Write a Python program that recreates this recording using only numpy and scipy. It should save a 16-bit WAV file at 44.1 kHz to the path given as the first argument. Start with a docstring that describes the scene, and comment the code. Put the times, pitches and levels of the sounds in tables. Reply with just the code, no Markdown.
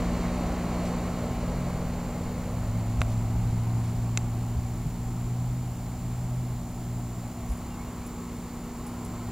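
"""An outdoor heat pump hums beside a house wall: compressor and motor tones under the rush of its fan.
The microphone backs away from the fan grille to behind a lattice fence, and the unit grows softer.
A deeper hum, probably a distant engine, climbs and sinks. Light wind buffets the microphone; steps and
handling bump and rustle, plastic clicks, dry grass crackles and a far bird chirps.
A thin electronic whine and hiss lie under it all."""
import sys
import numpy as np
from scipy import signal
from scipy.fft import rfft, irfft, next_fast_len
from scipy.io import wavfile
from scipy.ndimage import uniform_filter1d

SR = 44100
rng = np.random.default_rng(int(sys.argv[2]) if len(sys.argv) > 2 else 0)


def unload_audio(sound):
    """Save the sound as a 16-bit wav file, at the path given as the first command line argument."""
    columns = np.transpose(np.atleast_2d(sound))
    # keep every value between -1 and 1, then stretch to whole-number steps
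    steps = np.round(np.clip(columns, -1, 1) * 32767)
    wavfile.write(sys.argv[1], SR, steps.astype(np.int16))


N = 410571
TIME = np.arange(N) / SR


def compressor():
    """The shaft shakes the casing into a low hum; its higher harmonics ring in the refrigerant pipes."""
    # casing hum: shaft_harmonic, level_db
    casing = [(1, -44.5), (2, -50), (3, -40.5), (5, -55), (6, -57.5), (7, -63), (13, -59.5), (14, -62),
              (15, -64)]
    # pipe ring: shaft_harmonic, level_db
    pipes = [(17, -63), (18, -60), (19, -61.5), (20, -65.5), (21, -80), (22, -63.5), (23, -78), (24, -69),
             (25, -80), (26, -82)]
    shaft = turning(hz=58.905 + 0.0239 * walk(1.967))
    hum = harmonics(shaft, casing, waver_db=1.06, waver_hz=3.71)
    ring = harmonics(shaft, pipes, waver_db=1.3, waver_hz=3.29)
    return hum * reach(0, fall_db=4.36, aside_db=-3.7) + ring * reach(-1.3, fall_db=5.4, aside_db=1.5)


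def motors():
    """Magnetic pull makes the motors hum at even multiples of the mains."""
    # magnetic hum: mains_harmonic, level_db
    partials = [(2, -60), (4, -41.5), (8, -62.5)]
    mains = turning(hz=59.9)
    hum = harmonics(mains, partials, waver_db=0.7, waver_hz=3.79)
    return hum * reach(-0.38, fall_db=3.27, aside_db=1.95)


def fan_blades():
    """The blade tones swell and fade slowly, probably beating with the fan of the next unit."""
    # fan tones: blade_harmonic, level_db
    partials = [(1, -43.5), (2, -47.5), (3, -54), (4, -54), (5, -71), (6, -58), (8, -75.5), (9, -68.5)]
    beat_period_s, beat_crest_s, beat_db = 1.57, 0.13, 2
    blade_pass = turning(hz=42.9 + 0.15 * walk(3))
    drone = harmonics(blade_pass, partials, waver_db=-0.8, waver_hz=3.8)
    beat = undb(beat_db * np.cos(2 * np.pi * (TIME - beat_crest_s) / beat_period_s))
    return drone * beat * reach(0.5, fall_db=3.2, aside_db=-6.5)


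def fan_rush():
    """Turbulence off the blades flutters slightly; the grille's hiss fades fastest with distance."""
    # low roar: frequency_hz, relative_db
    roar_eq = [(20, 3), (60, 0), (110, -3.5), (165, -1.5), (240, -2.5), (330, -5.5), (450, -5),
               (650, -20.5), (1200, -25.5)]
    # midrange airstream: frequency_hz, relative_db
    stream_eq = [(250, 0), (450, -0.5), (600, 6), (800, 1), (950, -1.5), (1150, -5), (1350, -6.5),
                 (1550, -11.5), (2200, -35), (4000, -52)]
    # grille hiss: frequency_hz, relative_db
    grille_eq = [(1100, -28), (1550, -2), (1850, 0.5), (2200, 2.5), (2550, -4), (2850, -3.5), (3450, -10.5),
                 (4050, -5), (4550, -4.5), (4950, -12.5), (6500, -9.5), (9000, -17.5), (15000, -32)]
    roar = noise(roar_eq) * reach(-42, fall_db=4.2, aside_db=0.28) * undb(0.42 * walk(25))
    stream = noise(stream_eq) * reach(-45, fall_db=4.25, aside_db=0.3) * undb(0.5 * walk(25))
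    grille = noise(grille_eq) * reach(-55, fall_db=5.53, aside_db=0) * undb(0.39 * walk(25))
    return ground_dip(roar + stream + grille)


def ground_dip(x):
    """Direct and ground-reflected sound cancel in one band and add above it, more so with distance."""
    # path of the notch: time_s, centre_hz
    sweep = [(0, 390), (2.4, 332), (3.4, 537), (7.2, 496), (8.2, 630), (9.31, 556)]
    far_depth_db, onset_m, width_octaves = 7.5, 0.61, 0.37
    crest_ratio, crest_share = 1.43, 0.34
    hz, s, frames = signal.stft(x, SR, nperseg=1024)
    depth_db = far_depth_db * (1 - (onset_m / np.interp(s, TIME, distance())) ** 2)
    octaves = np.log2((hz[:, None] + 1) / np.interp(s, *np.transpose(sweep)))
    dip = np.exp(-(octaves / width_octaves) ** 2)
    crest = crest_share * np.exp(-((octaves - np.log2(crest_ratio)) / width_octaves) ** 2)
    return signal.istft(frames * undb(depth_db * (crest - dip)), SR)[1][:N]


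def distance():
    """Metres from the unit to the microphone, which backs away, then comes a little closer."""
    # the walk: time_s, distance_m
    path = [(.25, 0.65), (.95, 0.76), (2.2, 1.31), (2.8, 1.7), (3.9, 2.1), (5.5, 3.06), (6.9, 3.18),
            (7.8, 2.35), (8.4, 2.47), (9.31, 2.07)]
    return curves(path)[0]


def reach(db, fall_db, aside_db):
    """Gain of one part: db at 2 m, less fall_db per doubling of distance, plus aside_db on a sidestep."""
    sidestep_s, length_s = 7.34, 0.38  # the microphone moves towards the corner of the fence
    aside = np.clip((TIME - sidestep_s) / length_s + 0.5, 0, 1)
    return undb(db - fall_db * np.log2(distance() / 2) + aside_db * aside)


def engine():
    """Only the lowest orders of a far, lumpy engine carry; they boom near the exhaust's resonance."""
    # firing tone: time_s, pitch_hz, level_db
    revs = [(1.2, 93.1, -46), (2.1, 101.3, -46), (2.4, 103.6, -43), (2.7, 108.4, -30), (3.75, 114.6, -27.5),
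            (4.5, 116.1, -31), (4.95, 117.4, -37), (5.35, 120.9, -29), (5.6, 123.7, -31.0),
            (5.78, 119.2, -37.5), (6.15, 121.1, -33.0), (6.42, 122.9, -29.5), (6.68, 120.5, -40.0),
            (6.98, 119.7, -33.0), (7.35, 112.5, -43), (7.75, 103.8, -45), (8.6, 106.1, -54),
            (9.2, 109.5, -39)]
    # side tones of uneven firing: cycle_harmonic, level_db
    lumps = [(5, -47.5), (7, -47.5), (11, -49.5), (13, -55.5), (16, -56.5)]
    cylinders, full_load_db = 8, -30
    exhaust_hz, exhaust_width_hz, exhaust_db = 133, 9, 18
    enters_s, fade_s = 0.66, 0.46
    firing_hz, firing_db = curves(revs)
    cycle_hz = firing_hz / cylinders
    cycle = turning(cycle_hz * (1 + 0.0032 * walk(12)))
    out = tone(cylinders * cycle, firing_db + 0.25 * walk(13))
    load_db = 0.26 * (firing_db - full_load_db)  # the side tones partly follow the firing level
    for k, db in lumps:
        boom_db = exhaust_db * np.exp(-((k * cycle_hz - exhaust_hz) / exhaust_width_hz) ** 2)
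        out += tone(k * cycle + 2 * np.pi * rng.random(), db + boom_db + load_db + 1.3 * walk(4))
    return out * np.clip((TIME - enters_s) / fade_s, 0, 1)


def wind():
    """A light breeze buffets the microphone with a rumble that rises in gusts."""
    # rumble: frequency_hz, relative_db
    buffet_eq = [(8, 3), (22, -7.5), (45, 4.5), (70, -3.5), (120, -4), (200, -15.5), (400, -40),
                 (1000, -62)]
    # gusts: peak_s, level_db, half_width_s
    gusts = [(0, -44, 0.19), (2.195, -43, 0.59), (3.4, -35.5, 0.76), (4.7, -42, 0.71), (6.4, -48.5, 1.29)]
    breeze_db = -51
    strength = undb(breeze_db) + sum(swell(*gust) for gust in gusts)
    return noise(buffet_eq) * strength * undb(1.8 * walk(10))


def bumps():
    """Steps and handling give soft, low thumps of unsteady pitch."""
    # thumps: peak_s, level_db, pitch_hz, half_width_s
    thumps = [(2.576, -25, 120, 0.022), (3, -21.5, 55, 0.024), (3.372, -21, 55, .016),
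              (4.583, -21.5, 70, 0.018), (4.863, -23, 135, 0.0147), (7.515, -23, 50, 0.023)]
    return sum(swell(s, db, width) * np.sin(turning(hz * (1 + 0.14 * walk(90))))
               for s, db, hz, width in thumps)


def clicks():
    """Plastic snaps: a crack of a few milliseconds and a brief ring."""
    # snaps: start_s, level_db, low_knock_db, bright_snap_db
    hits = [(3.007, -44, -10, 13), (3.0164, -16.5, 7, -13.5), (4.1741, -17, -3.5, 2), (4.176, -28, -3, -6)]
    # modes of the plastic: pitch_hz, relative_db, t60_s
    modes = [(626.6, -9.5, 0.012), (1100, -6.5, 0.0092), (1414, -3, 0.0067), (2060, -7.5, 0.014),
             (2540, -0.5, 0.0062), (3870, -5.5, 0.0075), (5560, -5, 0.0047), (6300, -6, 0.011),
             (7260, 0, 0.0075), (9000, -22, 0.0039)]
    out, t = np.zeros(N), TIME[:SR // 10]
    hz, mode_db, t60 = np.transpose(modes)
    rings = np.sin(2 * np.pi * hz[:, None] * t) * undb(-60 * t / t60[:, None])
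    rings[1::2] *= -1  # neighbouring modes start in opposite directions
    for s, db, knock_db, snap_db in hits:
        colour_db = np.interp(np.log(hz), np.log([1200, 2500, 6500]), [knock_db, 0, snap_db])
        crack = undb(db - 14) * rng.standard_normal(len(t)) * np.exp(-t / 0.0031)
        start = int(s * SR)
        out[start:start + len(t)] += undb(db + mode_db + colour_db) @ rings + crack
    return signal.sosfilt(signal.butter(2, 11000, fs=SR, output="sos"), out)


def rustles():
    """A hand shifts on the housing in short brushes of noise."""
    # brushes: peak_s, level_db, half_width_s
    brushes = [(0.867, -50, 0.023), (3.117, -53, .03), (3.871, -56, .08)]
    # friction noise: frequency_hz, relative_db
    rustle_eq = [(1500, -4), (2500, 3), (7000, -1), (11000, -4), (15000, -18)]
    return noise(rustle_eq) * sum(swell(*brush) for brush in brushes)


def grass():
    """Dry, stiff stalks crackle and ring briefly underfoot."""
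    # faint ticks: start_s, level_db, decay_s
    ticks = [(4.815, -55, .012), (7.49, -47, .015), (7.516, -49, .025), (7.572, -53, .01),
             (8.064, -44.5, .014), (8.866, -44, .014), (9.049, -43.5, 0.011)]
    # stalk resonances: centre_hz, width_hz, relative_db
    stalks = [(6600, 700, -8), (7940, 500, -2), (9780, 130, 3), (9970, 250, 5), (12200, 260, 2)]
    bursts = sum(undb(db) * (TIME > s) * np.exp(-abs(TIME - s) / decay) for s, db, decay in ticks)
    crackle = rng.standard_normal(N) * undb(2.6 * walk(500))
    ring = sum(undb(db) * signal.lfilter(*signal.iirpeak(hz, hz / width, SR), crackle)
               for hz, width, db in stalks)
    return bursts * ring / ring.std()


def bird():
    """A far bird gives short gliding whistles."""
    # whistles: start_s, length_s, start_hz, end_hz, level_db
    chirps = [(7.698, 0.053, 2810, 2750, -58), (7.755, .1, 2100, 2290, -58),
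              (7.855, 0.054, 2760, 2800, -61), (7.994, 0.087, 2114, 2600, -61)]
    out = np.zeros(N)
    for s, length, start_hz, end_hz, db in chirps:
        progress = np.clip((TIME - s) / length, 0, 1)
        glide = turning(start_hz + (end_hz - start_hz) * progress)
        out += np.sin(np.pi * progress) * tone(glide, db)
    return out


def electronics():
    """A thin whine of closely spaced lines lies over a smooth hiss; one more swells once a second, for a
    varying time."""
    # steady whine: pitch_hz, level_db
    whine = [(7088.7, -71), (7143, -61), (7197.3, -60.7), (7251.6, -71), (7306, -76), (14890, -61.5)]
    # electronic hiss: frequency_hz, relative_db
    hiss_eq = [(1500, 0.5), (3500, 1), (5500, -1.5), (7300, 4), (8300, -1), (11000, -2), (16000, 2)]
    first_end_s, typical_length_s = 0.27, 0.31
    steady = sum(tone(turning(hz + 0.068 * walk(2.7)), db) for hz, db in whine)
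    ends = first_end_s + np.arange(N // SR + 1)
    starts = ends - typical_length_s * np.exp(0.25 * rng.standard_normal(len(ends)))
    gate = sum(1.0 * (TIME > start) * (TIME < end) for start, end in zip(starts, ends))
    pulsing = tone(turning(hz=7445 + 9 * walk(25)), db=-73 + 11 * uniform_filter1d(gate, size=800))
    return steady + pulsing + undb(-54) * noise(hiss_eq)


def harmonics(phase, partials, waver_db, waver_hz):
    """Tones on one rotation; each wavers alone as the wall's reflection adds and cancels."""
    return sum(tone(k * phase + 2 * np.pi * rng.random(), db + waver_db * walk(waver_hz))
               for k, db in partials)


def turning(hz):
    """Running phase at the given rate, from a random start."""
    return 2 * np.pi * (np.cumsum(hz * np.ones(N)) / SR + rng.random())


def tone(phase, db):
    """A sine at an rms level."""
    return np.sqrt(2) * undb(db) * np.sin(phase)


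def noise(eq):
    """Noise of rms 1, coloured by an EQ curve and silent beyond its ends."""
    size = next_fast_len(N)
    hz, db = np.transpose(eq)
    bins_hz = np.maximum(np.fft.rfftfreq(size, 1 / SR), 1)
    gain = undb(np.interp(np.log(bins_hz), np.log(hz), db, left=-np.inf, right=-np.inf))
    x = irfft(rfft(rng.standard_normal(size)) * gain, size)[:N]
    return x / x.std()


def walk(hz):
    """Smooth random drift with a spread near 1."""
    hold = int(SR / hz)
    steps = np.repeat(rng.standard_normal(N // hold + 1), hold)
    return 1.303 * uniform_filter1d(uniform_filter1d(steps, hold), hold)[:N]


def swell(peak_s, db, half_width_s):
    """A bell-shaped envelope."""
    return undb(db) * np.exp(-((TIME - peak_s) / half_width_s) ** 2)


def curves(table):
    """The columns of a timed table, one value a sample."""
    s, *columns = np.transpose(table)
    return [np.interp(TIME, s, column) for column in columns]


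def undb(db):
    """Decibels to gain."""
    return 10 ** (np.asarray(db) / 20)


def scene():
    """The heat pump and its surroundings, mixed at one microphone."""
    handling = clicks() + rustles()
    heat_pump = compressor() + motors() + fan_blades() + fan_rush()
    return heat_pump + engine() + wind() + bumps() + handling + grass() + bird() + electronics()


def record(dry):
    """The left treble trails the right by one sample; each channel adds its own hiss; the top is cut."""
    # channel hiss: frequency_hz, relative_db
    hiss_eq = [(3000, -30), (4500, 10.5), (7000, 10), (11000, 10), (16000, 2)]
    treble_hz, top_hz = 1500, 15700
    lag = np.append(0, dry[:-1]) - dry
    left = dry + signal.sosfiltfilt(signal.butter(1, treble_hz, "high", fs=SR, output="sos"), lag)
    pair = np.array([left, dry]) + undb(-60.5) * np.array([noise(hiss_eq), noise(hiss_eq)])
    return signal.sosfilt(signal.ellip(10, 0.1, 80, top_hz, fs=SR, output="sos"), pair)


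dry = scene()
out = record(dry)
unload_audio(out)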